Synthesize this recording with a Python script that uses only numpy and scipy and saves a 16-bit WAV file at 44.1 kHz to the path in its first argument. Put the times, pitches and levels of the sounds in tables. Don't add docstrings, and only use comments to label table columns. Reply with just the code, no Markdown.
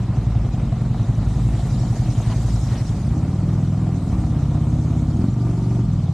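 import sys
import numpy as np
from scipy import signal
from scipy.fft import rfft, irfft, next_fast_len
from scipy.io import wavfile
from scipy.ndimage import map_coordinates

SR = 44100
rng = np.random.default_rng(int(sys.argv[2]) if len(sys.argv) > 2 else 0)


def wav_out(sig):
    wavfile.write(sys.argv[1], SR, np.round(np.clip(np.atleast_2d(sig).T, -1, 1) * 32767).astype(np.int16))


N = 270333
TIME = np.arange(N) / SR

# time in seconds, four-stroke cycles per second.
SPEED = [(0, 11.41), (.75, 10.82), (1.35, 11.14), (2.1, 10.87), (2.45, 11.25), (2.83, 10.9), (3.2, 17.73),
         (3.4, 20.5), (3.87, 20.54), (4.4, 15.81), (4.77, 16.96), (5.14, 17.19), (5.29, 24.46),
         (5.58, 23.11), (5.8, 23.87), (5.9, 20.41), (6.13, 17.79)]
# time in seconds, brightness from 0 to 1.
ENGINE_BRIGHTNESS = [(2.85, 0.76), (3.1, 0.87), (3.3, 0.82), (3.9, 0.8), (4.11, 1), (4.38, 0.84),
                     (4.55, 0.88), (5.1, 0.87), (5.25, 0.95), (5.34, 0.52), (5.41, 0.81), (5.79, 0.83),
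                     (5.85, 0.63)]
# time in seconds, load from 0 to 1.
LOAD = [(3.18, 1), (3.42, 0), (3.9, 0.02), (4.3, 0.95), (5.15, 0.94), (5.33, 0)]
# frequency in Hz, bandwidth in Hz, relative gain in dB.
EXHAUST_MODES = [(54.8, 9.5, -9), (69.4, 2.5, 0), (87.2, 5.6, -6.5), (110, 7.8, -3), (118.6, 24.7, -6.5),
                 (132, 6, -9.5), (163.4, 2.8, 0), (182.8, 6.1, 0.5), (212, 6.2, -27.5), (231, 9, -11),
                 (286, 5.4, -19), (353, 5.5, -17), (343, 36, -12)]
THUMP_MODES = [(119.3, 22, -5.5)]
BARK_MODES = [(150, 120, 41)]
BOOM_MODES = [(66, 36, 33), (175, 70, 37)]
CASING_MODES = [(924, 13, -1.5), (1189, 10, 0.5), (1473, 22, -17.5)]
NEIGHBOUR_MODES = [(51.1, 11.5, -1), (78, 7.4, -18), (109.7, 19, -18.5), (133.8, 26, -1), (162, 22, -19),
                   (226, 67, -12), (265, 15, -26.5), (360, 21, -23.5)]
METAL_MODES = [(688, 34, 1.5), (738, 36, 5.5), (920, 110, -19), (1130, 110, -21)]
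# multiple of the cycle rate, relative dB running free, the same under load.
HARMONICS = [(2, -25, -56), (3, -27, -26.5), (4, -27.5, -18.5), (5, -19, -21), (6, -31, -26), (7, -23, -22),
             (8, -26.5, -46), (9, -22.5, -22.5), (10, -27, -25.5), (11, -43.5, -33.5), (12, -26.5, -38.5),
             (13, -35, -29), (14, -34, -24.5), (15, -49, -31), (16, -33.5, -72), (17, -46, -42),
             (18, -40.5, -30.5)]
# frequency in Hz, gain in dB.
MUFFLER_RESPONSE = [(60, -6.5), (118, 1.5), (146, 2.5), (166, -2.5), (186, -2), (212, -9), (380, -5.5),
                    (430, -23)]
# delay in seconds, gain in dB.
REFLECTIONS = [(.009, -5.5), (.019, 0.5), (.036, -4)]
# time in seconds, relative strength in dB.
KNOCKS = [(.17, -31), (.353, -28.5), (.726, -28.5), (.945, -30), (1, -30), (1.594, -28.5), (1.835, -30.5),
          (1.967, -31), (2.02, -31.5), (2.151, -31), (2.202, -30), (2.483, -31), (2.571, -30.5),
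          (2.756, -31), (4.238, -27), (4.323, -32), (4.951, -31)]
# frequency in Hz, relative spectral density in dB.
MACHINERY_SPECTRUM = [(300, 7), (420, -2), (500, -3.5), (720, -1.5), (850, -7), (1050, -9), (1200, -10.5),
                      (1430, -13.5), (1520, -20), (2400, -21.5), (4000, -38.5)]
INTAKE_SPECTRUM = [(4200, -11), (5000, -3), (6500, -5), (8000, 2), (9200, -4), (10500, -9), (12000, -13.5),
                   (15000, -25)]
TAILPIPE_SPECTRUM = [(260, 8), (380, -4.5), (500, -13)]
# frequency in Hz, relative spectral density in dB.
ROAR_SPECTRUM = [(300, -6), (480, 11.5), (900, 12), (1600, 4), (1900, 5.5), (2300, 2), (2700, 1),
                 (3300, -8), (5000, -27)]
SPLASH_SPECTRUM = [(2400, -24), (3000, 8), (3350, 5.5), (3700, 8), (4100, 6.5), (4250, 6), (4800, 2),
                   (5600, -39)]
SPRAY_SPECTRUM = [(4200, -8), (5000, 4), (6000, 4.5), (6500, 3), (7400, 2.5), (8300, -6.5), (9500, -18),
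                  (12000, -22)]
MIST_SPECTRUM = [(6000, 2), (8000, 1), (9200, -2), (10500, -7.5), (12000, -11.5), (13500, -24.5),
                 (15000, -34)]
# frequency in Hz, side level relative to mid in dB.
STEREO_WIDTH = [(1500, -65.5), (2300, -92), (2900, -15), (4000, -1.5), (5400, -4), (6500, -2.5),
                (8000, -13), (11000, -32.5)]
# nearest moment in seconds, relative dB, rise and fall in seconds.
PASSES = [(1.8, -4, 0.37, 0.86), (2.75, -2, 0.51, 0.18), (5.62, -11, 0.061, 0.11)]
# time in seconds, relative level in dB.
AXLES = [(2.32, -5), (2.769, -5)]
# peak time in seconds, pitch in Hz, level in dB, swell time in seconds.
SIZZLES = [(1.25, 3820, -58, 0.47), (4.8, 6520, -62.5, 0.22), (5.3, 4120, -72.5, 0.34)]
# start in seconds, pitch in Hz, peak level in dB.
DROPS = [(1.029, 5740, -46), (1.152, 6000, -43), (1.48, 7500, -45), (2.251, 5670, -44), (2.394, 6580, -50),
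         (2.672, 4750, -42), (3.62, 6400, -55), (4.701, 6370, -48), (5.169, 6540, -44), (5.577, 5240, -47)]

# gain in dB at brightness 0, dB added at brightness 1.
FIRING_DB, EDGE_DB, SECOND_CYLINDER_DB = (1, -1), (-11, 11), (-8.5, 5)
MACHINERY_DB, INTAKE_DB, TAILPIPE_DB = (-41.5, 6), (-89, 31), (-58, 23.5)
# base gain in dB of distant traffic, of a passing vehicle, of an axle in water.
ROAR_DB, SPLASH_DB = (-48.5, -42.5, -33.5), (-59, -54.5, -47)
SPRAY_DB, MIST_DB = (-60, -52, -59), (-65.5, -50, -71)

SECOND_FIRING = .434
STEADY_FLOW_RATE, HARD_SPIN_UP = 15.5, 65.7
PULL_AWAY_S, ROLL_S = 3.07, .17
CLUTCH_BITE_S, SHUDDER_WIDTH_S, SHUDDER_SCATTER_S = 4.14, .1, .003
MUFFLER_HZ, MUFFLER_WIDTH_HZ, MUFFLER_CHAMBERS = 140, 65, 3


def near_engine():
    speed, = read(SPEED)
    cycles = np.cumsum(speed) / SR - .005
    when, second = firings(cycles)
    shudder = np.exp(-.5 * ((when - CLUTCH_BITE_S) / SHUDDER_WIDTH_S) ** 2)
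    when = when + SHUDDER_SCATTER_S * shudder * rng.uniform(-.72, 1, 256)[:len(when)]
    return exhaust(when, second, shudder, cycles, speed) + machinery(when, speed) + gas_flow()


def exhaust(when, second, shudder, cycles, speed):
    pace = read(SPEED, when)[0] / speed[0]
    sizes = brightness_gain(FIRING_DB, when) * brightness_gain(SECOND_CYLINDER_DB, when) ** second
    sizes = sizes * uneven(when, spread_db=.8) ** (1 / pace)
    pulses = valve(when, sizes, speed)
    thud = cut(valve(when, sizes / pace ** 2 * from_db(shudder), speed), 89.7, "low")
    soft = thud + cut(cut(pulses, 116, "low") - thud, 52.7, "high", order=4)
    sharp = cut(valve(when, sizes * brightness_gain(EDGE_DB, when), speed), 460, "low")
    eddies = from_db(-52) * bursts(pulses, decay_s=.02) * cut(rng.standard_normal(N), 250, "low")
    spin_up = np.clip(np.interp(when, TIME, np.gradient(speed) * SR) / HARD_SPIN_UP, 0, 1)
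    steadiness = np.interp(TIME, when, (1 - .5 * shudder) * (1 - .5 * spin_up ** 2))
    flow = np.interp(speed, [speed[0], STEADY_FLOW_RATE], [0, 1]) * steadiness
    pipes = resonate((1 - .5 * flow) * eddies + (1 - flow) * (soft + sharp), EXHAUST_MODES)
    thump = resonate(cut(valve(when, sizes * (1 - second) / pace ** 4, speed), 128, "low"), THUMP_MODES)
    puffs = from_db(41.5) * cut(pipes + (1 - flow) * thump, 420, "low", order=8)
    bark = resonate(cut(valve(when, -sizes * spin_up ** 2, speed), 210, "low"), BARK_MODES)
    boom = resonate(cut(valve(when, sizes * shudder, speed), 100, "low"), BOOM_MODES)
    return puffs + flow * drone(cycles, speed) + bark + boom


def firings(cycles):
    count = np.arange(-2, 200)
    second = count % 2
    angle = count // 2 + second * SECOND_FIRING
    heard = (angle >= cycles[0]) & (angle < cycles[-1])
    return np.interp(angle[heard], cycles, TIME), second[heard]


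def valve(when, sizes, speed, top_harmonic=15.4, half_length_cycles=.082):
    nearest = np.searchsorted((when[1:] + when[:-1]) / 2, TIME)
    angle = (TIME - when[nearest]) * speed
    puff = np.sinc(2 * top_harmonic * angle) * np.exp(-(angle / half_length_cycles) ** 2)
    return sizes[nearest] * puff * 2 * top_harmonic * speed / SR


def drone(cycles, speed):
    load = np.clip(read(LOAD)[0], 0, 1)
    growl_db = 49 * (read(ENGINE_BRIGHTNESS)[0] - .78)
    second_gain = from_db(sum(SECOND_CYLINDER_DB))
    out = 0
    for k, free_db, loaded_db in HARMONICS:
        hz = k * speed
        growl_share = np.interp(k, [28, 12.5], [0, 1])
        db = free_db + load * (loaded_db - free_db) + growl_db * growl_share
        gain = from_db(db + read(MUFFLER_RESPONSE, hz)[0])
        twin_phase = np.angle(1 + second_gain * np.exp(-2j * np.pi * k * SECOND_FIRING))
        lag = MUFFLER_CHAMBERS * np.arctan(2 * (hz - MUFFLER_HZ) / MUFFLER_WIDTH_HZ)
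        out = out + gain * np.cos(2 * np.pi * k * cycles + twin_phase - lag)
    return out * flutter(rate_hz=25, depth_db=.4)


def machinery(when, speed, db_per_octave=-1.5):
    kicks = clicks(when, read(ENGINE_BRIGHTNESS, when)[0] ** 2)
    throb = rms_one(1 + 1.3 * cut(bursts(kicks, decay_s=.005), 700, "low"))
    churn = brightness_gain(MACHINERY_DB) * from_db(db_per_octave * np.log2(speed / speed[0]))
    gears = churn * flutter(rate_hz=30, depth_db=1.43) * hiss(MACHINERY_SPECTRUM)
    ringing = rms_one(resonate(rng.standard_normal(N), CASING_MODES))
    casing = from_db(-50.5) * (speed / speed.max()) ** 3 * ringing
    return throb * (gears + casing)


def gas_flow():
    intake = patchy(hiss(INTAKE_SPECTRUM), depth_db=3.5, rate_hz=55, width_hz=310)
    return brightness_gain(INTAKE_DB) * intake + brightness_gain(TAILPIPE_DB) * hiss(TAILPIPE_SPECTRUM)


def neighbour_engine(cycles_per_s=10.83):
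    when, second = firings(TIME * cycles_per_s - .87)
    when = when + .00109 * rng.standard_normal(256)[:len(when)]
    pulses = clicks(when, from_db(-2.5 * second) * uneven(when, spread_db=2.2))
    pipes = from_db(33.5) * echoes(cut(resonate(pulses, NEIGHBOUR_MODES), 217, "low", order=4))
    behind = np.clip((TIME - PULL_AWAY_S) / ROLL_S, 0, 1)
    return from_db(-6.5 * behind) * pipes + from_db(-2 * behind) * metal_knocks(when, second)


def metal_knocks(when, second):
    hard_s, hard_db = np.transpose(KNOCKS)
    is_light = np.abs(when[:, None] - hard_s).min(axis=1) > .015
    light_sizes = is_light * from_db(-37.5 - 1.5 * second) * uneven(when, spread_db=1.5)
    kicks = clicks(when, light_sizes) + clicks(hard_s, from_db(hard_db))
    rattle = from_db(13) * bursts(kicks, decay_s=.0021) * rng.standard_normal(N)
    ringing = resonate(from_db(37) * kicks + rattle, METAL_MODES)
    return cut(cut(ringing, 370, "high"), 2100, "low")


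def echoes(x):
    return x + sum(from_db(db) * np.interp(TIME - s, TIME, x, left=0) for s, db in REFLECTIONS)


def wet_road(thinning_db_per_s=-1.6):
    roar_gain = tyre_gain(ROAR_DB) * from_db(thinning_db_per_s * TIME)
    roar = roar_gain * hiss(ROAR_SPECTRUM) * flutter(rate_hz=42, depth_db=.24)
    splash = tyre_gain(SPLASH_DB) * hiss(SPLASH_SPECTRUM)
    spray = tyre_gain(SPRAY_DB) * hiss(SPRAY_SPECTRUM) * flutter(rate_hz=30, depth_db=1.95)
    mist = tyre_gain(MIST_DB, lead_s=.16) * hiss(MIST_SPECTRUM)
    return patchy(roar + splash + spray + mist, depth_db=4, rate_hz=55, width_hz=446)


def tyre_gain(levels, lead_s=0):
    distant_db, vehicle_db, axle_db = levels
    vehicles = [from_db(vehicle_db + db) * swell(s - lead_s, rise_s, fall_s + lead_s)
                for s, db, rise_s, fall_s in PASSES]
    axles = [from_db(axle_db + db) * swell(s, rise_s=.066, fall_s=.032) for s, db in AXLES]
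    return np.sqrt(from_db(distant_db) ** 2 + sum(gain ** 2 for gain in vehicles + axles))


def sizzle(width_hz=400):
    out = 0
    for s, hz, db, swell_s in SIZZLES:
        gain = from_db(db) * swell(s, swell_s, swell_s) * flutter(rate_hz=14, depth_db=4.5)
        out = out + gain * rms_one(resonate(rng.standard_normal(N), [(hz, width_hz, 0)]))
    return out


def near_drops(rise_s=.0012):
    out = 0
    for s, hz, db in DROPS:
        age = np.clip((TIME - s) / rise_s, 0, 20)
        out = out + from_db(db) * age * np.exp(1 - age) * np.sin(2 * np.pi * hz * TIME)
    return out


def rain(per_pitch_per_s, level_db, q):
    out = 0
    for hz in np.geomspace(2500, 9000, 12):
        chance, size = rng.random((2, N))
        impacts = (chance < per_pitch_per_s / SR) * from_db(-18 * size)
        out = out + resonate(impacts, [(hz, hz / q, 0)])
    return from_db(level_db) * rms_one(cut(out, 8000, "low", order=6))


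def resonate(x, modes):
    out = 0
    for hz, width, db in modes:
        r = np.exp(-np.pi * abs(width) / SR)
        feedback = [1, -2 * r * np.cos(2 * np.pi * hz / SR), r * r]
        out = out + from_db(db) * (1 - r * r) / 2 * signal.lfilter([1, 0, -1], feedback, x + 1e-18)
    return out


def hiss(spectrum, skirt_db_per_neper=13):
    size = next_fast_len(N)
    log_hz = np.log(np.fft.rfftfreq(size, 1 / SR) + 1)
    along = lambda rows: np.interp(log_hz, np.log([p[0] for p in rows]), [p[1] for p in rows])
    beyond = np.abs(log_hz - np.clip(log_hz, np.log(spectrum[0][0]), np.log(spectrum[-1][0])))
    shape = from_db(along(spectrum) - skirt_db_per_neper * beyond)
    mid, side = rfft(rng.standard_normal((2, size))) * shape
    mid = irfft(mid, size)[:N]
    side = irfft(side * from_db(along(STEREO_WIDTH)), size)[:N]
    return np.array([mid + side, mid - side]) / mid.std()


def patchy(x, depth_db, rate_hz, width_hz):
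    hz, s, bands = signal.stft(x, SR, nperseg=256)
    grid = np.meshgrid(hz / width_hz, s * rate_hz, indexing="ij")
    patches = map_coordinates(rng.standard_normal((128, 1024)), grid, order=1, mode="mirror")
    return signal.istft(bands * from_db(depth_db * patches), SR)[1][..., :N]


def flutter(rate_hz, depth_db):
    knots = rng.standard_normal(1024)
    return from_db(depth_db * np.interp(TIME * rate_hz, np.arange(len(knots)), knots))


def uneven(when, spread_db):
    return from_db(spread_db * np.clip(rng.standard_normal(256)[:len(when)], -2, 2))


def brightness_gain(law, when=TIME):
    base_db, added_db = law
    return from_db(base_db + added_db * read(ENGINE_BRIGHTNESS, when)[0])


def swell(at_s, rise_s, fall_s):
    return np.exp(-.5 * ((TIME - at_s) / np.where(TIME < at_s, rise_s, fall_s)) ** 2)


def bursts(kicks, decay_s):
    return signal.lfilter([1], [1, -np.exp(-1 / (decay_s * SR))], kicks + 1e-18)


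def clicks(when, sizes):
    return np.bincount(np.clip(np.round(when * SR).astype(int), 0, N), sizes, N + 1)[:N]


def cut(x, hz, kind, order=2):
    return signal.sosfilt(signal.butter(order, hz, kind, fs=SR, output="sos"), x + 1e-18)


def read(rows, at=TIME):
    axis, *columns = np.transpose(rows)
    return [np.interp(at, axis, column) for column in columns]


def from_db(db):
    return 10 ** (np.asarray(db) / 20)


def rms_one(x):
    return x / np.sqrt(np.mean(x ** 2) + 1e-20)


def scene():
    vehicles = near_engine() + neighbour_engine() + wet_road() + sizzle()
    return vehicles + near_drops() + rain(per_pitch_per_s=8.3, level_db=-69, q=71)


def record(dry):
    low_pass = signal.cheby2(12, 70, 15794, fs=SR, output="sos")
    return signal.sosfilt(low_pass, cut(dry, 42, "high", order=6))


dry = scene()
out = record(dry)
wav_out(out)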